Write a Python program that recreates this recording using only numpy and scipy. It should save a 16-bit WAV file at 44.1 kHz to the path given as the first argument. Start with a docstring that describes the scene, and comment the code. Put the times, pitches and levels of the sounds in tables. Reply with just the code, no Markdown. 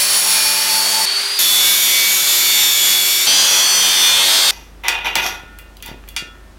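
"""In a workshop an angle grinder cuts a square steel tube in three passes, spinning free after the first.
The speed and tone jump where the passes join. Grit noise that repeats each turn excites resonances, while
gears, rotor and runout add tones locked to the disc. Then pliers knock, scrape and twist the offcut loose:
noise bursts and damped modes of the steel, with a room tail, over hiss and a low hum. One mono microphone."""
import sys
import numpy as np
from scipy import signal
from scipy.fft import rfft, irfft, next_fast_len
from scipy.io import wavfile
from scipy.ndimage import map_coordinates

SR = 44100
rng = np.random.default_rng(int(sys.argv[2]) if len(sys.argv) > 2 else 0)


def pcm_store(signal):
    """Save signal as 16-bit PCM."""
    levels = np.round(np.clip(np.atleast_2d(signal), -1, 1) * 32767)
    wavfile.write(sys.argv[1], SR, levels.astype(np.int16).T)


N = 290178
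T = np.arange(N) / SR  # s


def amp(db):
    """The decibel law: level to amplitude gain."""
    return 10 ** (np.asarray(db) / 20)


def unit(x):
    """Normalisation to an rms of 1."""
    return x / np.sqrt(np.mean(x ** 2) + 1e-20)


def along(points, hz):
    """Interpolation of (Hz, value) points on a logarithmic frequency axis."""
    f, v = np.transpose(points)
    return np.interp(np.log(hz + 1), np.log(f + 1), v)


def curves(rows, t):
    """Linear interpolation in time of each column after the first."""
    s, *columns = np.transpose(rows)
    return [np.interp(t, s, column) for column in columns]


def wobble(rate, t):
    """Slow random modulation: a smooth curve through rate random knots a second."""
    seconds = t - t[0]
    knots = rng.standard_normal(int(seconds[-1] * rate) + 4)
    return map_coordinates(knots, [seconds * rate])


def filtered(x, response):
    """Linear filtering: the spectrum times a response that may be complex."""
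    size = next_fast_len(x.shape[-1] + SR // 4)
    spectrum = rfft(x, size) * response(np.fft.rfftfreq(size, 1 / SR))
    return irfft(spectrum, size)[..., :x.shape[-1]]


def modes(rows):
    """Modal superposition: resonances of (Hz, width Hz, dB) summed with alternating sign."""
    def response(f):
        total = 0
        for k, (centre, width, db) in enumerate(rows):
            damping = 1j * f * width
            total = total + (-1) ** k * amp(db) * damping / (centre ** 2 - f ** 2 + damping)
        return total
    return response


# Disc speed, which climbs when the load eases: start_s [s], speed [turns per s]
DISC_SPEED = [(0, 96.7), (.25, 96.5), (.58, 97.28), (.81, 97.7), (1, 98.5), (1.1, 99.9), (1.24, 101.5),
              (1.388, 102.9), (1.389, 93.1), (1.86, 94.1), (2.45, 94.76), (3.269, 94.68), (3.27, 95.5),
              (3.83, 93.8), (4.18, 93.15), (4.35, 92.94), (4.52, 92.92)]
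# First cut, free spin, second cut, third cut: start_s [s], end_s [s], share repeating each turn [0-1]
PASSES = [(0, 1.07, 0.4), (1.055, 1.39, 0.05), (1.389, 3.268, 0.47), (3.269, 4.509, 0.55)]
# Each pass at its start and end, before trims: level_db [dB], treble_db [dB], whine_db [dB], drone_db [dB]
PASS_LEVELS = [
    [(-15.5, 6, -33, -34.5), (-16.5, 3, -21.5, -28)],
    [(-17.5, -4, -26, -60), (-19, -1.5, -18, -60)],
    [(-14, 0, -21.5, -40.5), (-15.5, -0.5, -25, -39)],
    [(-12, -4.5, -21, -29.5), (-11, -6, -21, -40)],
]
# Broad relative spectrum of each pass: pitch_hz [Hz], level_db [dB per Hz]
PASS_COLOURS = [
    [(24, -77), (40, -29), (372, -19), (630, -9.5), (873, -6), (2000, -4), (4460, -2), (16000, -13.5)],
    [(40, -46), (350, -27.5), (1400, -15.5), (4300, -12), (7400, -19), (9400, -13.5), (16000, -27)],
    [(24, -78), (40, -34), (1760, -14), (2210, -10), (2770, -11), (3470, -8.5), (13100, -13.5),
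     (16000, -30)],
    [(24, -62), (40, -34), (615, -11.5), (873, -7), (2700, -5.5), (3470, -3.5), (12800, -6.5), (16000, -16)],
]
# Resonances of disc, guard and tube, early and late in each pass as the slot deepens:
# pitch_hz [Hz], width_hz [Hz], relative level_db [dB]
PASS_RINGING = [([(2415, 35, -15), (4420, 60, 1), (5525, 45, -4), (9950, 70, -1), (10330, 140, -8)],
                [(881, 9, 2), (4440, 14, 8), (5530, 48, -6), (9620, 50, -8), (10450, 180, -13),
                (11420, 70, -8)]), ([(4465, 14, 5), (5110, 46, -15)], [(4480, 18, -2), (3530, 85, -12)]),
                ([(3600, 130, -13), (5650, 130, -7), (6880, 60, -8), (10640, 250, -7), (12700, 900, -17)],
                [(3500, 120, -10), (5500, 100, -7), (7100, 200, -10), (9000, 40, -7), (13000, 900, -17)]),
                ([(3300, 300, -8), (4700, 400, -3), (6000, 120, -5), (6620, 30, -5), (8900, 60, -10)],
                [(3150, 100, -12), (3600, 350, -3), (4600, 400, -11), (5680, 60, -7), (8740, 80, -9)])]


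def grinder():
    """Forced vibration: grit excites disc and tube, while tones stay locked to multiples of the disc speed."""
    out = np.zeros(N)
    angle = 2 * np.pi * np.cumsum(curves(DISC_SPEED, T)[0]) / SR  # radians turned by the disc
    passes = zip(PASSES, PASS_LEVELS, PASS_COLOURS, PASS_RINGING)
    for (start, end, share), (first, last), colour, (early, late) in passes:
        span = slice(round(start * SR), round(end * SR))
        t, turn = T[span], angle[span]
        level_db, treble_db, whine_db, drone_db = np.linspace(first, last, len(t)).T
        force = grit_force(t, turn, share)
        mesh = GEAR_TEETH * turn + 0.6 * wobble(60, t)
        out[span] = amp(level_db - 1.5) * cutting(force, mesh, colour, early, late, treble_db)
        out[span] += gear_whine(t, turn, mesh, whine_db)
        out[span] += drone(t, turn, drone_db)
    return out + squeals(angle)


def grit_force(t, turn, share):
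    """Periodic plus random excitation: part of the grit noise recurs each turn, the rest never repeats."""
    pattern = rim(t, turn / (2 * np.pi), wear_s=0.1535)
    repeating = filtered(pattern, lambda hz: 1 - 0.5 / (1 + (hz / 1800) ** 4))
    noise = rng.standard_normal(len(t))
    fresh = filtered(noise, lambda hz: 1 - 0.51 / (1 + (8000 / (hz + 1)) ** 4))
    force = np.sqrt(share) * repeating + np.sqrt(1 - share) * fresh
    return force * amp(0.63 * wobble(13.8, t))


def rim(t, turns, wear_s, count=175, size=2048):
    """Quasi-periodicity: the grit pattern round the disc returns every turn and wears into a new one."""
    knots = int((t[-1] - t[0]) / wear_s) + 4
    harmonics = rng.standard_normal((knots, count)) + 1j * rng.standard_normal((knots, count))
    pattern = irfft(harmonics, size)
    position = [(t - t[0]) / wear_s + 1, turns % 1 * size]
    return unit(map_coordinates(pattern, position, mode="grid-wrap"))


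def cutting(force, mesh, colour, early, late, treble_db):
    """Source and resonator: torn steel gives coloured noise and the parts ring at their modes."""
    depth = np.linspace(0, np.pi / 2, len(force))  # crossfade angle
    early_ring = np.cos(depth) * filtered(force, modes(early))
    late_ring = np.sin(depth) * filtered(force, modes(late))
    ring = unit(early_ring + late_ring)
    tear = unit(filtered(force, lambda hz: amp(along(colour, hz)))) + amp(-1) * ring
    # Each tooth jolts the ringing: amplitude modulation makes sum tones in the treble
    beat = amp(-7) * ring * np.sin(mesh)
    # Split at 7 kHz
    high = filtered(tear + beat, lambda hz: 1 / (1 + (7000 / (hz + 1)) ** 6))
    low = filtered(tear, lambda hz: 1 - 1 / (1 + (7000 / (hz + 1)) ** 6))
    return (low + amp(treble_db) * high) / np.std(low)


GEAR_TEETH, PINION_TEETH = 47, 12


def gear_whine(t, turn, mesh, whine_db):
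    """Gear meshing: a tone at the tooth rate with its octave, and one at the rotor's faster turning rate."""
    gears = np.sin(mesh) + amp(-17) * np.sin(2 * mesh)
    rotor = amp(-42.5 + 0.53 * wobble(7.6, t)) * np.sin(GEAR_TEETH / PINION_TEETH * turn)
    return amp(whine_db + 2.4 * wobble(11.1, t)) * gears + rotor


# Tones of a disc running out of true: multiple of disc speed [1], level_db relative to the drone [dB]
DRONE_TONES = [(2, -12), (3, -17), (5, -15), (6, -9), (7, -13), (8, -14), (9, -8)]


def drone(t, turn, drone_db):
    """Rotating imbalance: a disc out of true sounds low harmonics of its speed."""
    return sum(amp(drone_db + db + 2.0 * wobble(7.5, t)) * np.sin(k * turn) for k, db in DRONE_TONES)


# Clear tones: start_s [s], end_s [s], multiple of disc speed [1], level_db before the wobble [dB rms]
SQUEAL_TONES = [(0, .85, 46, -30), (-.1, .75, 25, -31), (1.389, 3.3, 24, -27), (1.92, 2.15, 24, -29),
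                (1.85, 2.15, 22, -31), (1.389, 1.76, 37, -16.5), (1.45, 1.72, 38, -27),
                (1.72, 1.87, 39, -26), (1.85, 2.45, 37, -27), (2.4, 2.76, 37, -20), (2.47, 2.75, 38, -24),
                (2.6, 3.22, 36, -20), (3.27, 3.45, 51, -20), (3.27, 3.52, 34, -21), (3.27, 3.45, 33, -24),
                (3.48, 3.66, 36, -20), (3.6, 3.8, 35, -22), (3.5, 3.76, 48, -26), (3.65, 4.1, 49, -26),
                (3.3, 3.68, 70, -28), (3.48, 3.65, 61, -24), (3.6, 3.92, 64, -20), (3.9, 4.18, 55, -26),
                (3.88, 4.3, 38, -19), (4.02, 4.2, 26, -27), (3.75, 4.02, 34, -27), (4.1, 4.51, 34, -23),
                (4.25, 4.42, 40, -24), (4.27, 4.42, 54, -25), (4.25, 4.51, 37, -25)]


def squeals(angle):
    """Harmonic locking: multiples of the disc speed swell into clear tones and sink again."""
    out = np.zeros(N)
    for start, end, multiple, db in SQUEAL_TONES:
        swell = np.sin(np.pi * np.clip((T - start) / (end - start), 0, 1)) ** 0.3
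        level = np.sqrt(2) * amp(db + 1.2 * wobble(12, T))
        out += level * swell * np.sin(multiple * angle + 0.25 * wobble(20, T))
    return out


# Modes of the offcut and tube, also used by scrape(): pitch_hz [Hz], relative level_db [dB], t60_s [s]
STEEL_MODES = [(400, -10, .1), (770, 0, .2), (930, -3, .2), (1330, -11, 1.2), (1437, -11, 1),
               (1800, -14, 1.6), (2019, -6, .3), (2400, -4, .33), (2500, -4, .3), (2790, -2, .4),
               (3260, -9, .3), (3378, -3, .5), (3558, -5, .2), (4624, -3, .22), (5800, -5, .3),
               (7620, -9, .12)]
# Touches of pliers and offcut, before trims: start_s [s], level_db [dB], crack_db relative to it [dB],
# damping as a share of t60 [1], strongest near pitch_hz [Hz]
KNOCKS = [(4.542, -34, -20, 0.13, 2800), (4.837, -22, -20, 1, 950), (4.883, -2, -21, 0.27, 2900),
          (5.155, -1.5, -16, 0.12, 2330), (5.255, -13, -40, 1.3, 1250), (5.587, -25.5, -6, 0.62, 2300),
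          (5.769, -29, -12, 0.088, 3880), (5.804, -30, -26, .08, 2600), (5.825, -19, -11, 0.8, 2900),
          (5.861, -24, -5, 0.65, 3400), (5.88, -25, -20, .6, 2900), (6.039, -24, -36, 0.04, 1450),
          (6.077, -28.5, -18, 1.2, 2420), (6.088, -25, -4, 0.21, 3560), (6.354, -28, -47, 0.057, 1500),
          (6.164, -8, -28, .6, 3100)]
# Dull bumps: start_s [s], level_db at onset [dB]
THUDS = [(5.172, -14), (5.435, -25), (5.889, -20), (5.915, -16.5), (5.945, -24), (6.224, -18.5)]


def knocks():
    """Impact excitation: contacts crack, clatter and ring the modes that the touched spot favours."""
    out, t = np.zeros(N + SR), T[:SR // 2]
    hz, mode_db, t60 = np.transpose(STEEL_MODES)[:, :, None]
    for s, db, crack_db, damp, near in KNOCKS:
        octaves = 1.5 + db / 30  # a harder blow reaches more modes
        favour = lambda f: amp(-6 * (np.log2((f + 1) / near) / octaves) ** 2)
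        spread_db = rng.normal(0, 2.5, hz.shape)
        strength = amp(mode_db + spread_db - 60 * t / (t60 * damp)) * favour(hz)
        drift = np.cumsum(rng.normal(0, 0.015, strength.shape), axis=1)  # phase, radians
        tones = strength * np.sin(2 * np.pi * hz * t + drift)
        ring = ((1 - np.exp(-t / 0.0004)) * tones).sum(axis=0)
        burst = unit(filtered(rng.standard_normal(len(t)), favour))
        # Light touches ring cleaner: the long part of the clatter shrinks with level
        clatter = burst * (amp(-60 * t / 0.012) + amp(db / 2 - 60 * t / (0.25 * damp)))
        bright = np.diff(rng.standard_normal(len(t) + 1))
        crack = bright * (amp(-60 * t / 0.015) + amp(-19.0 - 60 * t / 0.18))
        knock = amp(db - 15) * ring + amp(db - 10.5) * clatter + amp(db + crack_db + 1) * crack
        out[round(s * SR):][:len(t)] += knock
    for s, db in THUDS:
        out[round(s * SR):][:len(t)] -= amp(db) * np.sin(2 * np.pi * 330 * t) * amp(-60 * t / 0.0076)
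    return out[:N]


# Steel dragged on steel; the first row is the grinder's sound dying away. Before trims:
# peak_s [s], rise_s [s], level_db at the peak [dB], treble_db relative to it [dB], fade [dB per s]
SCRAPES = [(4.511, 0.0048, -40.5, 11.5, 99), (4.845, 0.0086, -19.5, -13, 46.5),
           (4.89, 0.011, -17.5, -31, 126), (5.061, 0.015, -15, -9, 191), (5.164, 0.011, -13.5, -6.5, 131),
           (5.265, 0.047, -31, 12, 140), (5.894, 0.048, -33.5, -6, 302)]
# Relative spectrum of the scrape's body: pitch_hz [Hz], level_db [dB per Hz]
SCRAPE_BODY = [(150, -29), (350, -12.5), (700, -8), (1300, -2), (2600, 3.5), (3900, -4.5), (5500, -55)]
# Relative spectrum of the scrape's treble: pitch_hz [Hz], level_db [dB per Hz]
SCRAPE_TREBLE = [(3500, -14.5), (5900, -6.5), (8400, -23), (12800, -12.5), (16000, -29)]
RISE_DB, TREBLE_FADES = 5, 1.38  # climb up to the peak; how many times faster the treble fades


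def scrape():
    """Friction noise: after the grinder's fading tail, uneven slips of a burr shake the steel, which rings on."""
    steel = modes([(hz, 9 / t60, db) for hz, db, t60 in STEEL_MODES])
    body, treble = np.zeros(N), np.zeros(N)  # power envelopes
    for s, rise, db, treble_db, fade in SCRAPES:
        before = np.clip(s - T, 0, None) / rise
        after = np.clip(T - s, 0, None) * fade
        begun = before < 1
        body += begun * amp(db - RISE_DB * before - after) ** 2
        treble += begun * amp(db + treble_db - RISE_DB * before - TREBLE_FADES * after) ** 2
    noise = rng.standard_normal(N) * amp(2.5 * wobble(350, T))  # slips too dense to tell apart
    low = np.sqrt(body) * unit(filtered(noise, lambda hz: amp(along(SCRAPE_BODY, hz))))
    high = np.sqrt(treble) * unit(filtered(noise, lambda hz: amp(along(SCRAPE_TREBLE, hz))))
    ring = filtered(low + amp(-0.5) * high, steel)
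    ring *= np.linalg.norm(low) / np.linalg.norm(ring)
    return amp(-8) * (low + high) + amp(-4) * ring


# Decay of the room's tail: pitch_hz [Hz], t60_s [s]
WALL_DECAY = [(1000, 0.41), (10000, 0.21)]


def walls(x):
    """Reverberation: convolution with a noise tail whose frequencies each decay at their own rate."""
    hz, t, z = signal.stft(rng.standard_normal(SR // 2), SR, nperseg=256)
    decay = amp(-60 * t / along(WALL_DECAY, hz)[:, None])
    tail = signal.istft(z * decay, SR, nperseg=256)[1]
    return signal.fftconvolve(x, tail / np.linalg.norm(tail))[:N]


# Relative spectrum of the workshop's hiss: pitch_hz [Hz], level_db [dB per Hz]
ROOM_HISS = [(15, -34), (25, -15.5), (70, -21.5), (263, -21.5), (363, -22.5), (463, -26), (1330, -31.5),
             (16000, -50.5)]
# Low hum, before a trim: pitch_hz [Hz], level_db [dB]
HUM_TONES = [(49.7, -35), (78, -45.5)]


def workshop():
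    """Background noise: shaped hiss and a wavering low hum, heard once the grinder is off."""
    noise = rng.standard_normal(N)
    hiss = amp(-46.5) * unit(filtered(noise, lambda hz: amp(along(ROOM_HISS, hz))))
    hum = np.zeros(N)
    for hz, db in HUM_TONES:
        level = amp(db - 4.0 + 1.5 * wobble(9, T))
        hum += level * np.sin(2 * np.pi * hz * T + 0.5 * wobble(6.1, T))
    return (hiss + hum) * (T >= PASSES[-1][1])


def scene():
    """Superposition and soft saturation: the loud grinder overdrives the input; all sources sit centrally."""
    hands, loud = knocks() + scrape(), grinder()
    loud = loud / (1 + np.abs(loud / 0.52) ** 4) ** (1 / 4)
    return np.tile(loud + hands + amp(-5.5) * walls(hands) + workshop(), (2, 1))


def record(dry):
    """Band limitation: a mono microphone passes nothing from 15.9 kHz up."""
    return filtered(dry, lambda hz: hz < 15900)


dry = scene()
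out = record(dry)
pcm_store(out)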